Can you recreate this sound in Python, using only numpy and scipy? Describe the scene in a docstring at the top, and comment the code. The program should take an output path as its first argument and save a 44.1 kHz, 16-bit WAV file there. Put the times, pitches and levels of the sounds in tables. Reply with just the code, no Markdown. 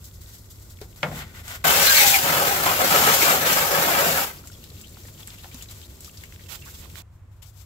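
"""A hose jet sweeps an engine bay: random drop impacts excite panels, splash, and blow in hollows.
Around it a wet brush scrubs, its stick-slip impacts hissing and rubbing the metal; it knocks the
sheet metal, once hard, as damped modes. Soapy scrubbing follows with drips and small squelches,
as short resonances, and at last a little brush dabs. A distant motor rumbles below: noise and a hum."""
import sys
import numpy as np
from scipy import signal
from scipy.fft import rfft, irfft
from scipy.io import wavfile
from scipy.ndimage import uniform_filter1d

SR = 44100
rng = np.random.default_rng(int(sys.argv[2]) if len(sys.argv) > 2 else 0)


def pcm_store(signal):
    """Save signal as 16-bit PCM."""
    levels = np.round(np.clip(np.atleast_2d(signal), -1, 1) * 32767)
    wavfile.write(sys.argv[1], SR, levels.astype(np.int16).T)


N = 337365
TIME, FREQS = np.arange(N) / SR, np.maximum(np.arange(N // 2 + 1) * SR / N, 1)  # t/s, f/Hz

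# Levels in the tables are relative: spectra are normalised, and sources may be trimmed in their functions.
# background: [t/s, motor rumble level/dB, outdoor air level/dB]
OUTDOOR_LEVELS = [(0, -43.5, -57), (1.3, -41, -53.5), (4.3, -42.5, -50.5), (5.5, -45, -53.5),
                  (7.0, -43.5, -52.5), (7.04, -45.5, -64)]
# spectra of the motor rumble, the outdoor air and the faint steady noise: [f/Hz, level/dB per Hz]
RUMBLE_SPECTRUM = [(12, -48), (20, -15.5), (64, 2), (102, 0.5), (111, -5.5), (124, -19), (135, -3.5),
                   (180, -27), (300, -120)]
AIR_SPECTRUM = [(79, -37), (135, 1), (247, -5.5), (280, -9), (350, -6), (387, -9), (650, -15), (840, -39),
                (1430, -120)]
STILLNESS_SPECTRUM = [(290, -35.5), (500, -8), (988, -5), (1130, -6.5), (1180, -5.5), (4800, -23.5),
                      (7640, -22), (16000, -29)]
# coherence of the two microphone ports: [f/Hz, likeness 0-1]
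PORT_LIKENESS = [(25, .94), (80, .975), (250, .97), (600, .9), (950, .72), (1400, .3), (3000, .15),
                 (15000, .12)]
# echoes between hood and engine: [f/Hz, share of the direct sound]
BAY_ECHO_SHARE = [(500, .1), (1200, .45), (3000, .42), (15000, .3)]
# the brush head hits the bulkhead: [t/s, level/dB, contact cut-off f/Hz]
KNOCK_EVENTS = [(0.815, -51, 3500), (1.0305, -22, 6390), (1.115, -30.5, 450)]
# modes of the bulkhead: [f/Hz, level/dB, t60/s before extra damping]
BULKHEAD_MODES = [(146, -1, 0.55), (172, 0, 0.55), (470, -21, 0.41), (589, 8, 0.14), (758, 0, 0.27),
                  (1414, 6.5, 0.13), (1723, -11, 0.21), (2187, 3.5, 0.16), (2450, -18, 0.14)]
# loose parts that clatter with a blow: [band centre f/Hz, level/dB, t60/s]
CLATTER_BANDS = [(161, -10, 0.9), (373, -11.5, 0.48), (640, -1, 0.29), (1520, 3.5, 0.13),
                 (2350, 0.5, 0.075), (4000, -14, 0.06), (8000, -17, 0.14)]
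# the brush nudges hoses and brackets: [t/s, f/Hz, level/dB]
BUMP_EVENTS = [(0.8149, 420, -36), (4.585, 362, -52), (4.716, 380, -50), (4.970, 800, -53),
               (5.05, 476, -46.5), (5.4445, 740, -47), (5.454, 800, -48), (5.545, 245, -40)]
# large drops fall on the parts below: [t/s, level/dB, ring f/Hz, t60/s, share of splash 0-1]
LARGE_DRIPS = [(0.787, -49, 2200, .03, .6), (4.385, -46, 4900, .03, .4), (4.438, -48, 1420, 0.038, 0.5),
               (4.453, -46, 684, .04, .6), (4.5, -46, 1400, .025, 0.5), (4.53, -46, 5500, .04, 0.5),
               (4.551, -46, 3310, 0.027, 0.37), (4.6308, -47, 2820, .03, .5),
               (4.7021, -42.5, 4030, .025, 0.6), (4.8074, -44, 3640, .02, .8),
               (4.9702, -43, 1300, 0.016, .8), (5.035, -46, 5900, .025, .4), (5.053, -50, 1860, 0.044, 0.6),
               (5.083, -47, 1500, .05, 1), (5.23, -40, 3360, 0.028, 0.4), (5.28, -40, 2050, 0.016, 0.76),
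               (5.3033, -38, 3600, .025, .8), (5.436, -43, 3800, .025, .6), (5.4435, -41, 1600, .035, 1),
               (5.5137, -43, 2350, .04, 0.6), (5.657, -44, 2310, .025, 0.7), (5.6874, -42, 3970, .04, .25),
               (5.815, -43, 3620, 0.027, 0.9), (6.0777, -49, 1220, .05, .15), (6.1717, -43, 4700, .1, .95),
               (6.2362, -40, 2170, .05, 0.65), (6.323, -40, 2070, 0.017, 0.9),
               (6.3604, -42, 2190, .014, .8), (6.394, -50, 1900, 0.12, 0.8), (6.4601, -49, 2710, .045, .5),
               (6.6218, -42, 2730, 0.046, .4), (6.6615, -45, 1110, .06, 0.6), (6.7505, -45, 3300, .05, .5),
               (6.8554, -46, 1060, .025, 0.7), (6.916, -45, 8300, .02, 0.7), (6.956, -32, 1790, .009, .95)]
# suds squeezed under the bristles: [t/s, f/Hz, level/dB]
SQUELCH_EVENTS = [(4.838, 2940, -49), (5.383, 3030, -49), (5.525, 3400, -53), (5.61, 3040, -48),
                  (5.83, 3400, -49), (6.25, 2400, -54.5), (6.635, 2300, -51), (6.672, 1390, -46.5)]
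# bristle tufts flick off edges: [t/s, level/dB, ring f/Hz]
FLICK_EVENTS = [(0.8142, -33, 4330), (1.4804, -28.5, 7310), (4.4726, -31, 7050), (4.64, -33, 3530),
                (4.813, -33, 7280), (5.2734, -27.5, 7600), (5.5443, -30, 6600), (5.6236, -29, 7100),
                (6.006, -32, 7630), (6.0456, -30, 5500), (6.237, -35, 7200)]
# bristle spectrum: [f/Hz, level/dB per Hz]
BRISTLE_SPECTRUM = [(350, -26), (600, -8.5), (919, -8.5), (1450, -6.5), (1680, -10), (1930, -6.5),
                    (2500, -4), (3580, 2), (5950, 1.5), (7410, 3.5), (9360, -2.5), (11800, 2), (14700, 2.5),
                    (16000, -2.5)]
# rasp resonances of the bulkhead under the bristles: [f/Hz, width/Hz, level/dB]
RASP_PEAKS = [(1475, 220, 6), (2003, 280, 7), (2155, 90, -0.5), (2806, 120, 0.5)]
# where the brush is: [t/s, left minus right level/dB]
BRUSH_POSITION = [(0, 2.5), (6.43, 3), (6.52, -13.5), (6.59, -1.5), (6.79, 0), (6.842, -8.5), (6.916, 3),
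                  (6.98, -8.5), (7.3, 13)]
# light contact of the big brush between strokes: [start t/s, end t/s, rubbing level/dB, hiss level/dB]
LIGHT_CONTACT = [(0, 2.4, -65.5, -54.5), (4.3, 5.87, -56.5, -48.5), (5.879, 7.02, -58, -51.5)]
# strokes, those after 7.1 s by the little brush: [t/s, rise/s, hold/s, rubbing level/dB, hiss level/dB]
BRUSH_STROKES = [(0.043, .004, .012, -74, -43), (0.138, .01, .015, -68, -48.5),
                 (.215, .008, 0.024, -62, -47), (0.274, .008, .02, -57, -46),
                 (0.344, .05, .008, -58, -42.5), (0.383, .004, .004, -68, -45),
                 (0.504, .005, .006, -72, -44.5), (0.62, .008, 0.021, -74, -49.5),
                 (0.7, .006, .01, -72, -46), (0.81, .005, .03, -57, -49), (0.961, .003, 0.028, -53.5, -45),
                 (1.029, 0.01, 0.066, -47, -46), (1.154, 0.065, 0.048, -39.5, -38),
                 (1.204, .015, 0.02, -38.5, -48), (1.25, .02, 0.067, -52.5, -56),
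                 (1.35, 0.025, 0.053, -45, -46.5), (1.46, 0.033, 0.029, -48, -44),
                 (1.482, 0.013, 0.078, -39, -37.5), (1.583, .02, 0.029, -54.5, -59),
                 (4.83, 0.024, .02, -60, -53), (5.186, .015, .025, -47, -44.5),
                 (5.283, 0.0062, 0.065, -51, -54), (5.43, .0055, .02, -51, -49),
                 (5.534, 0.22, 0.1, -52.5, -49), (5.752, 0.056, 0.055, -58, -51),
                 (6.014, .005, 0.07, -70, -47.5), (6.486, 0.0033, 0.069, -44, -41),
                 (6.6, .015, .02, -67, -48), (6.656, .01, 0.057, -56, -43.5),
                 (6.747, 0.017, 0.061, -55, -45), (6.826, .02, 0.018, -48.5, -51),
                 (6.971, 0.05, 0.034, -46.5, -43.5), (7.137, .04, 0.029, -86, -68),
                 (7.314, .004, 0.086, -78.5, -70.5), (7.425, 0.007, 0.0053, -53, -47),
                 (7.466, .015, .034, -69, -54), (7.609, 0.088, 0.016, -61.5, -51.5)]
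# hollows that the jet blows in passing: [centre t/s, length/s, f/Hz, level/dB, glide/octaves per s]
HOLLOW_EVENTS = [(1.675, 0.081, 740, -24.5, -0.69), (1.698, 0.055, 3050, -23, -0.4),
                 (1.881, 0.074, 4130, -19.5, 0.041), (1.905, 0.11, 1607, -19, 0.49),
                 (1.97, 0.089, 900, -33, -1.9), (1.972, 0.043, 4300, -18, -1.3),
                 (1.997, .13, 2180, -17.5, -0.23), (2.033, 0.066, 2530, -25, -0.0086),
                 (2.05, .17, 804, -24, -.6), (2.146, 0.055, 2390, -18, -0.63),
                 (2.156, 0.062, 2190, -22, 0.25), (2.155, .17, 780, -24.5, -0.68),
                 (2.514, .07, 805, -24, 0.23), (2.827, 0.1, 544, -27, 0.047),
                 (3.228, 0.044, 2180, -20.5, -0.088), (3.292, 0.088, 1273, -22, -0.21),
                 (2.951, 0.064, 1310, -25, -0.0058), (4.185, .04, 1447, -25, 0)]
# the jet sweeps over the engine: [t/s, drumming on metal level/dB, splashing level/dB]
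JET_SWEEP = [(1.65, -23, -23.5), (1.695, -22.5, -20), (1.76, -25.5, -21), (1.95, -30, -16),
             (2.16, -36, -18.5), (2.21, -35, -26.5), (2.26, -26.5, -25.5), (2.33, -25.5, -25.5),
             (2.52, -27.5, -25.5), (2.61, -30.5, -29), (2.68, -22.5, -25.5), (2.78, -31.5, -28),
             (2.81, -23, -25.5), (2.89, -30, -23.5), (2.945, -22, -22), (3.04, -25, -21), (3.09, -20, -21),
             (3.17, -28.5, -21.5), (3.3, -22, -20.5), (3.4, -27.5, -28), (3.45, -25.5, -27.5),
             (3.47, -24.5, -21.5), (3.55, -29, -22.5), (3.57, -23, -22.5), (3.67, -30.5, -27.5),
             (3.73, -26.5, -27), (4.03, -25, -24.5), (4.22, -31, -28), (4.32, -35.5, -33.5)]
# spectra of the spray and the fine mist: [f/Hz, level/dB per Hz]
SPRAY_SPECTRUM = [(65, -42), (110, -11.5), (156, -10), (320, -9.5), (371, -9.5), (557, -5.5), (622, -4.5),
                  (776, -4.5), (1000, -7), (1210, -6), (1680, -5.5), (2260, -6), (5080, -7.5), (7490, -7.5),
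                  (9000, -13), (11700, -39.5), (19800, -120)]
MIST_SPECTRUM = [(5590, -52), (9500, -12.5), (11500, -4), (14900, -3.5), (15700, -5), (16000, -7)]
# panel resonances under the jet: [f/Hz, width/Hz, level/dB]
PANEL_PEAKS = [(160, 22, 7), (383.5, 34, 5), (508, 35, 4.5), (558.5, 26, 6.5), (770, 71, 2.5),
               (935, 18, 1.5), (1258, 110, 3.5), (1540, 46, 3.5)]

JET_OPENS_S, JET_CLOSES_S, JET_FADE_DB_PER_S = 1.6435, 4.237, 146
JET_LAG_S = 0.0003026  # delay of the right port behind the left


def from_db(db):
    """Amplitude ratio: decibels to gain."""
    return 10 ** (np.asarray(db) / 20)


def rms_one(x):
    """Energy normalisation: scale to rms 1."""
    return x / np.sqrt(np.mean(x ** 2) + 1e-20)


def in_time(rows):
    """Linear interpolation: each column of a curve at every sample."""
    s, *columns = np.transpose(rows)
    return [np.interp(TIME, s, column) for column in columns]


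def at_hz(points, hz):
    """Logarithmic interpolation: read a spectrum on a log-frequency axis."""
    known_hz, values = np.transpose(points)
    return np.interp(np.log(hz), np.log(known_hz), values)


def likeness(hz):
    """Spatial coherence: how alike the two ports hear a frequency."""
    return np.clip(at_hz(PORT_LIKENESS, hz), 0, 1)


def pan(db):
    """Interaural level difference: left and right gains."""
    return from_db(np.array([[.5], [-.5]]) * db)


def gate(start, end):
    """Switching envelope: on between two times, with 3 ms edges."""
    return np.interp(TIME, [start - .003, start, end, end + .003], [0, 1, 1, 0])


def drift(rate):
    """Random modulation: straight lines between chance values, rate per second, rms 1."""
    knots = rng.standard_normal(4096)
    return rms_one(np.interp(TIME * rate, np.arange(len(knots)), knots))


def noise(size=N):
    """Gaussian noise: two unrelated white channels."""
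    return rng.standard_normal((2, size))


def partly_alike_noise(size, hz):
    """Partial coherence: common and separate noise mixed as the ports hear this frequency."""
    alike = likeness(hz)
    return np.sqrt(alike) * rng.standard_normal(size) + np.sqrt(1 - alike) * noise(size)


def grains(per_s, spread_db):
    """Shot noise: two unrelated streams of tiny impacts of uneven size, rms 1."""
    size_db = spread_db * np.minimum(rng.exponential(1, (2, N)), 5)
    impacts = from_db(size_db) * rng.choice([-1, 1], (2, N))
    return rms_one(impacts * (rng.random((2, N)) < per_s / SR))


def colour(pair, spectrum, peaks=(), lag_s=0, low_hz=0, high_hz=SR, order=4):
    """Spectral filtering with partial coherence: spectrum, resonances, soft band edges; rms 1."""
    level_db = at_hz(spectrum, FREQS)
    for hz, width, db in peaks:
        level_db = level_db + db / (1 + (2 * (FREQS - hz) / width) ** 2)
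    outside = np.maximum(np.maximum(spectrum[0][0] / FREQS, FREQS / spectrum[-1][0]), 1)
    low_edge = 1 + (low_hz / FREQS) ** (2 * order)
    high_edge = 1 + (FREQS / high_hz) ** (2 * order)
    mid, side = rfft(pair) * from_db(level_db) / (outside ** order * np.sqrt(low_edge * high_edge))
    # the ports hear the bass alike, the treble apart
    alike = likeness(FREQS)
    mid, side = mid * np.sqrt(1 + alike), side * np.sqrt(1 - alike)
    right = (mid - side) * np.exp(-2j * np.pi * FREQS * lag_s)
    return rms_one(irfft([mid + side, right], N))


def resonate(x, hz, width):
    """Damped oscillator: a two-pole resonance of gain 1."""
    r = np.exp(-np.pi * width / SR)
    feedback = [1, -2 * r * np.cos(2 * np.pi * hz / SR), r * r]
    return signal.lfilter(np.array([1, 0, -1]) * (1 - r * r) / 2, feedback, x)


def add(track, s, sound):
    """Superposition: mix a short sound in at a time."""
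    at = max(round(s * SR), 0)
    track[:, at:at + sound.shape[-1]] += sound[..., :N - at]


def bay(pair, longest_s=.022, count=40):
    """Comb interference: short echoes off hood and engine ripple the spectrum of water and bristles."""
    echoes = np.zeros((2, N))
    for ear in echoes:
        lags = (longest_s * SR * rng.uniform(.1, 1, count)).astype(int)
        ear[lags] = rng.standard_normal(count) / np.sqrt(count)
    return irfft(rfft(pair) * (1 + at_hz(BAY_ECHO_SHARE, FREQS) * rfft(echoes)), N)


def stillness():
    """Stationary noise: a faint steady wash under everything."""
    return colour(noise(), STILLNESS_SPECTRUM) * from_db(-65)


def outdoors(motor_hz=100.3, motor_db=-53.5):
    """Frequency and amplitude modulation: a far motor rumbles and hums unsteadily under faint air."""
    rumble_db, air_db = in_time(OUTDOOR_LEVELS)
    turns = np.cumsum(motor_hz + 2.5 * drift(19)) / SR
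    hum = np.sqrt(2) * np.sin(2 * np.pi * turns) * from_db(motor_db + 1.3 * drift(5.8))
    rumble = colour(noise(), RUMBLE_SPECTRUM) * from_db(rumble_db - 2.5)
    air = colour(noise(), AIR_SPECTRUM, lag_s=0.00037) * from_db(air_db)
    return hum + rumble + air


def knocks(ring_db=-11, damping=1.1, crack_db=6, crack_hz=2100, crack_t60=0.01):
    """Modal excitation: a blow cracks, rings the panel and clatters loose parts; contact low-passes it."""
    out, t = np.zeros((2, N)), TIME[:SR]
    for s, db, contact_hz in KNOCK_EVENTS:
        crack = resonate(resonate(noise(SR), crack_hz, crack_hz), crack_hz, 2 * crack_hz)
        blow = rms_one(crack) * from_db(crack_db - 60 * t / crack_t60)
        for hz, mode_db, t60 in BULKHEAD_MODES:
            decay = from_db(ring_db + mode_db - 60 * t * damping / t60)
            blow += decay * np.sin(2 * np.pi * hz * t) * rng.choice([-1, 1])
        for hz, part_db, t60 in CLATTER_BANDS:
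            octave = [hz / np.sqrt(2), hz * np.sqrt(2)]
            band = signal.butter(2, octave, "band", fs=SR, output="sos")
            part = signal.sosfilt(band, partly_alike_noise(SR, hz))
            blow += rms_one(part) * from_db(part_db - 3.5 - 60 * t / t60)
        contact = signal.butter(1, min(contact_hz, SR / 3), fs=SR, output="sos")
        add(out, s, from_db(db) * signal.sosfilt(contact, blow))
    return out * pan(2.0)


def bumps(thud_db=3, rise_s=.001, t60=.055):
    """Heavily damped vibration: a short thud from each part that is nudged."""
    out, t = np.zeros((2, N)), TIME[:SR // 5]
    for s, hz, db in BUMP_EVENTS:
        rattle = rms_one(resonate(rng.standard_normal(SR // 2), hz, hz * .35))[-len(t):]
        thud = np.sin(2 * np.pi * hz * t) + rattle / np.sqrt(2)
        add(out, s, thud * from_db(db + thud_db - 60 * t / t60) * np.minimum(t / rise_s, 1))
    return out * pan(4.4)


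def foam(pops_per_s=50, level_db=-55, spread_db=6, t60=0.019, fizz_db=-60, count=12):
    """Bubble bursts: suds fizz steadily until the big brush ends; larger bubbles ring briefly."""
    wet = gate(0, LIGHT_CONTACT[-1][1])
    out = colour(grains(4000, 3.0), BRISTLE_SPECTRUM, low_hz=3800) * wet * from_db(fizz_db)
    t = TIME[:SR // 25]
    for hz in np.geomspace(2800, 13000, count):
        for at in np.flatnonzero(rng.random(N) < wet * pops_per_s / count / SR):
            pop = rms_one(resonate(noise(len(t)), hz, hz / 6)) * from_db(-60 * t / t60)
            pop_db = level_db + spread_db * rng.random()
            add(out, at / SR, pop * from_db(pop_db) * pan(rng.normal(0, 3.2)))
    return out


def drips(droplet_db=-53, spread_db=7, impact_db=1.5, splash_width=.6, count=60, rise_s=.0004):
    """Impact excitation: each drop is part plink, part sharp splash; some large among many small."""
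    out, t = np.zeros((2, N)), TIME[:SR // 10]
    droplets = []
    for when, pitch, size in rng.random((count, 3)):
        s = np.interp(when, [0, 1], [4.35, 6.95])
        hz = 2500 * (9000 / 2500) ** pitch
        droplets.append((s, droplet_db + spread_db * size, hz, 0.024, .65))
    for s, db, hz, t60, share in LARGE_DRIPS + droplets:
        share = np.clip(share, 0, 1)
        plink = np.sqrt(2) * np.sin(2 * np.pi * (hz * t + rng.random((2, 1)) / 2))
        splash = rms_one(resonate(noise(len(t)), hz, hz * splash_width * np.sqrt(share) + 1))
        tap = np.sqrt(1 - share) * plink + np.sqrt(share) * splash
        add(out, s, tap * np.minimum(t / rise_s, 1) * from_db(db + impact_db - 60 * t / t60))
    return out


def squelches(life_s=0.012, rise_per_s=8.6, width_hz=450):
    """Cavity resonance: air pockets in the suds shrink as they are squeezed, so their rough ring rises."""
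    out, t = np.zeros((2, N)), TIME[:SR // 14]
    read_s = t * (1 + rise_per_s * (t / 2 - life_s)) + .01  # read ever faster to raise the pitch
    swell = t / life_s * np.exp(1 - t / life_s)
    for s, hz, db in SQUELCH_EVENTS:
        ring = rms_one(resonate(noise(SR // 4), hz, width_hz))
        glide = np.array([np.interp(read_s, TIME[:SR // 4], ear) for ear in ring])
        add(out, s - life_s / 2, glide * swell * from_db(db))
    return out


def flicks(sizzle_db=-12, sizzle_t60=0.11, sizzle_width_hz=1500,
           crack_db=-2, crack_t60=.015, crack_low_hz=3500):
    """Elastic release: a tuft springs free with a sharp, wet crack and a short sizzle."""
    out, t = np.zeros((2, N)), TIME[:SR // 6]
    bright = signal.butter(1, crack_low_hz, "high", fs=SR, output="sos")
    for s, db, hz in FLICK_EVENTS:
        sizzle = rms_one(resonate(noise(len(t)), hz, sizzle_width_hz))
        sizzle = sizzle * from_db(sizzle_db - 60 * t / sizzle_t60)
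        crack = rms_one(signal.sosfilt(bright, noise(len(t))))
        crack = crack * from_db(crack_db - 60 * t / crack_t60)
        add(out, s, (sizzle + crack) * from_db(db))
    return out


def stroke(start, rise_s, hold_s, release_s=0.021):
    """Contact envelope: the bristles press in, hold, and lift off exponentially."""
    pressed = np.clip(1 + (TIME - start) / rise_s, 0, 1)
    return pressed * np.exp(-np.clip((TIME - start - hold_s) / release_s, 0, 20))


def brush(snaps_per_s=9000, snap_spread_db=2.3, judder_db=1.35, rasp_top_hz=2300):
    """Stick-slip friction: bristles hiss themselves and rub a lower sound out of the metal."""
    hand = from_db(1.8 * drift(35))
    contacts = [(gate(start, end) * hand, levels) for start, end, *levels in LIGHT_CONTACT]
    contacts += [(stroke(s, rise, hold), levels) for s, rise, hold, *levels in BRUSH_STROKES]
    # unrelated contacts add in power
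    power = sum(np.outer(from_db(levels), shape) ** 2 for shape, levels in contacts)
    rub_gain, hiss_gain = np.sqrt(power)
    slips = bay(grains(snaps_per_s / 2, snap_spread_db))
    # the bulkhead rasps until the jet closes; afterwards the brush is on the engine
    on_bulkhead = colour(slips, BRISTLE_SPECTRUM, RASP_PEAKS, lag_s=.0002, high_hz=rasp_top_hz, order=3)
    on_engine = colour(slips, BRISTLE_SPECTRUM, lag_s=0.00022, high_hz=2600, order=3) * from_db(-1.5)
    rub = np.where(TIME < JET_CLOSES_S, on_bulkhead, on_engine) * rub_gain
    snaps = bay(grains(snaps_per_s, snap_spread_db))
    hiss = colour(snaps, BRISTLE_SPECTRUM, low_hz=3400) * hiss_gain * from_db(-2.5)
    return (rub + hiss) * from_db(judder_db * drift(70))


def hollows(gurgle_db=-10, gurgle_s=0.041, count=70, q=24, flutter_db=1.4, flutter_per_s=150):
    """Cavity resonance: each hollow swells, glides and fades as the jet crosses; small pockets gurgle."""
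    out, gurgles = np.zeros((2, N)), []
    jet_s, drum_db, _ = np.transpose(JET_SWEEP)
    for when, pitch, size, glide in rng.random((count, 4)):
        s = np.interp(when, [0, 1], [2.26, 4.1])
        hz = 480 * (2800 / 480) ** pitch
        db = np.interp(s, jet_s, drum_db) + gurgle_db - 4 * size - 1.5 * pitch
        gurgles.append((s, gurgle_s, hz, db, 4 * glide))
    for s, length, hz, db, glide in HOLLOW_EVENTS + gurgles:
        swell = np.hanning(int(length * SR))
        t = TIME[:len(swell)]
        ring = resonate(partly_alike_noise(SR // 2, hz), hz, hz / q)
        # the ring's own chance swells are evened out
        ring = ring / np.sqrt(uniform_filter1d(np.mean(ring ** 2, axis=0), size=600))
        # reading at a changing speed glides the pitch
        read_s = np.cumsum(2 ** (glide * (t - length / 2))) / SR + .1
        gliding = np.array([np.interp(read_s - lag, TIME[:SR // 2], ear)
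                            for ear, lag in zip(ring, (0, JET_LAG_S))])
        # the stream breaks up over a hollow
        flutter = np.interp(t * flutter_per_s, np.arange(64), rng.standard_normal(64))
        add(out, s - length / 2, gliding * swell * from_db(db + flutter_db * flutter))
    return out * pan(3.9)


def glance(pair, count=14, share=.36, per_s=26, longest_s=.0035):
    """Time-varying interference: as the impact wanders, nearby surfaces take turns reflecting it."""
    lags = (longest_s * SR * rng.uniform(.05, 1, count)).astype(int)
    echoes = sum(np.roll(pair, lag, axis=1) * drift(per_s) for lag in lags) / np.sqrt(count)
    return (pair + share * echoes) / np.sqrt(1 + share ** 2)


def jet(drops_per_s=22000, drop_spread_db=2.6, drum_per_s=6500, drum_spread_db=2.0, sputter_db=1.0,
        slosh_db=0.05, drum_lag_s=0.00025, blobs_per_s=1800, blob_spread_db=2.5, splatter_db=-6, clump_db=3):
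    """Shot-noise excitation: drops drum on sheet metal, splatter in clumps, splash and break into mist."""
    drum_db, splash_db = in_time(JET_SWEEP)
    # the stream starts at once, sputters and dies away when the trigger is let go
    fade_db = JET_FADE_DB_PER_S * np.maximum(TIME - JET_CLOSES_S, 0)
    flow = gate(JET_OPENS_S, TIME[-1]) * from_db(sputter_db * drift(110) - fade_db)

    impacts = bay(grains(drum_per_s, drum_spread_db))
    drum = colour(impacts, SPRAY_SPECTRUM, PANEL_PEAKS, drum_lag_s, high_hz=1494, order=2)
    boom = signal.sosfiltfilt(signal.butter(3, 640, fs=SR, output="sos"), drum)
    # small parts boom less; from 1.93 s the jet moves on to the broad panels
    boom_db = np.interp(TIME - 1.93, [0, .1], [-5, -2.5])
    drum = drum + boom * (from_db(boom_db) - 1)
    drum = drum * from_db(drum_db + 4.0 + slosh_db * drift(35)) * pan(2.25)

    blobs = grains(blobs_per_s, blob_spread_db)
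    splatter = colour(blobs, SPRAY_SPECTRUM, lag_s=JET_LAG_S, low_hz=1095, high_hz=3300)
    clumped_db = (drum_db + splash_db) / 2 + splatter_db + clump_db * drift(40)
    splatter = splatter * from_db(clumped_db) * pan(2.05)

    drops = bay(grains(drops_per_s, drop_spread_db))
    splash = colour(drops, SPRAY_SPECTRUM, lag_s=JET_LAG_S, low_hz=1640, order=3)
    splash = splash * from_db(splash_db - 1.0) * pan(5.3)
    # mist follows 0.77 of the splash's swing about its usual -24 dB
    mist_db = -23 + 0.77 * (splash_db + 24)
    mist = colour(drops, MIST_SPECTRUM, lag_s=JET_LAG_S) * from_db(mist_db) * pan(-1.0)
    return (glance(drum + splatter + splash) + mist) * flow


def scene():
    """Superposition: background, knocks, brush and jet in the open air."""
    brush_pan_db, = in_time(BRUSH_POSITION)
    # the scrubbing stops abruptly until the little brush begins
    pause = gate(7.024, 7.11)
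    scrubbing = foam() + drips() + squelches() + flicks() + brush()
    scrubbing = scrubbing * pan(brush_pan_db) * (1 - pause)
    return stillness() + outdoors() + knocks() + bumps() + scrubbing + hollows() + jet()


def record(dry):
    """Port resonance: the microphone ports lift one treble band and swallow the next; the top is cut."""
    heard = dry + 0.38 * resonate(dry, 7460, 560) - .5 * resonate(dry, 9390, 1300)
    top_cut = signal.ellip(12, .1, 80, 15700, fs=SR, output="sos")
    return signal.sosfilt(top_cut, np.clip(heard, -1, 1))


dry = scene()
out = record(dry)
pcm_store(out)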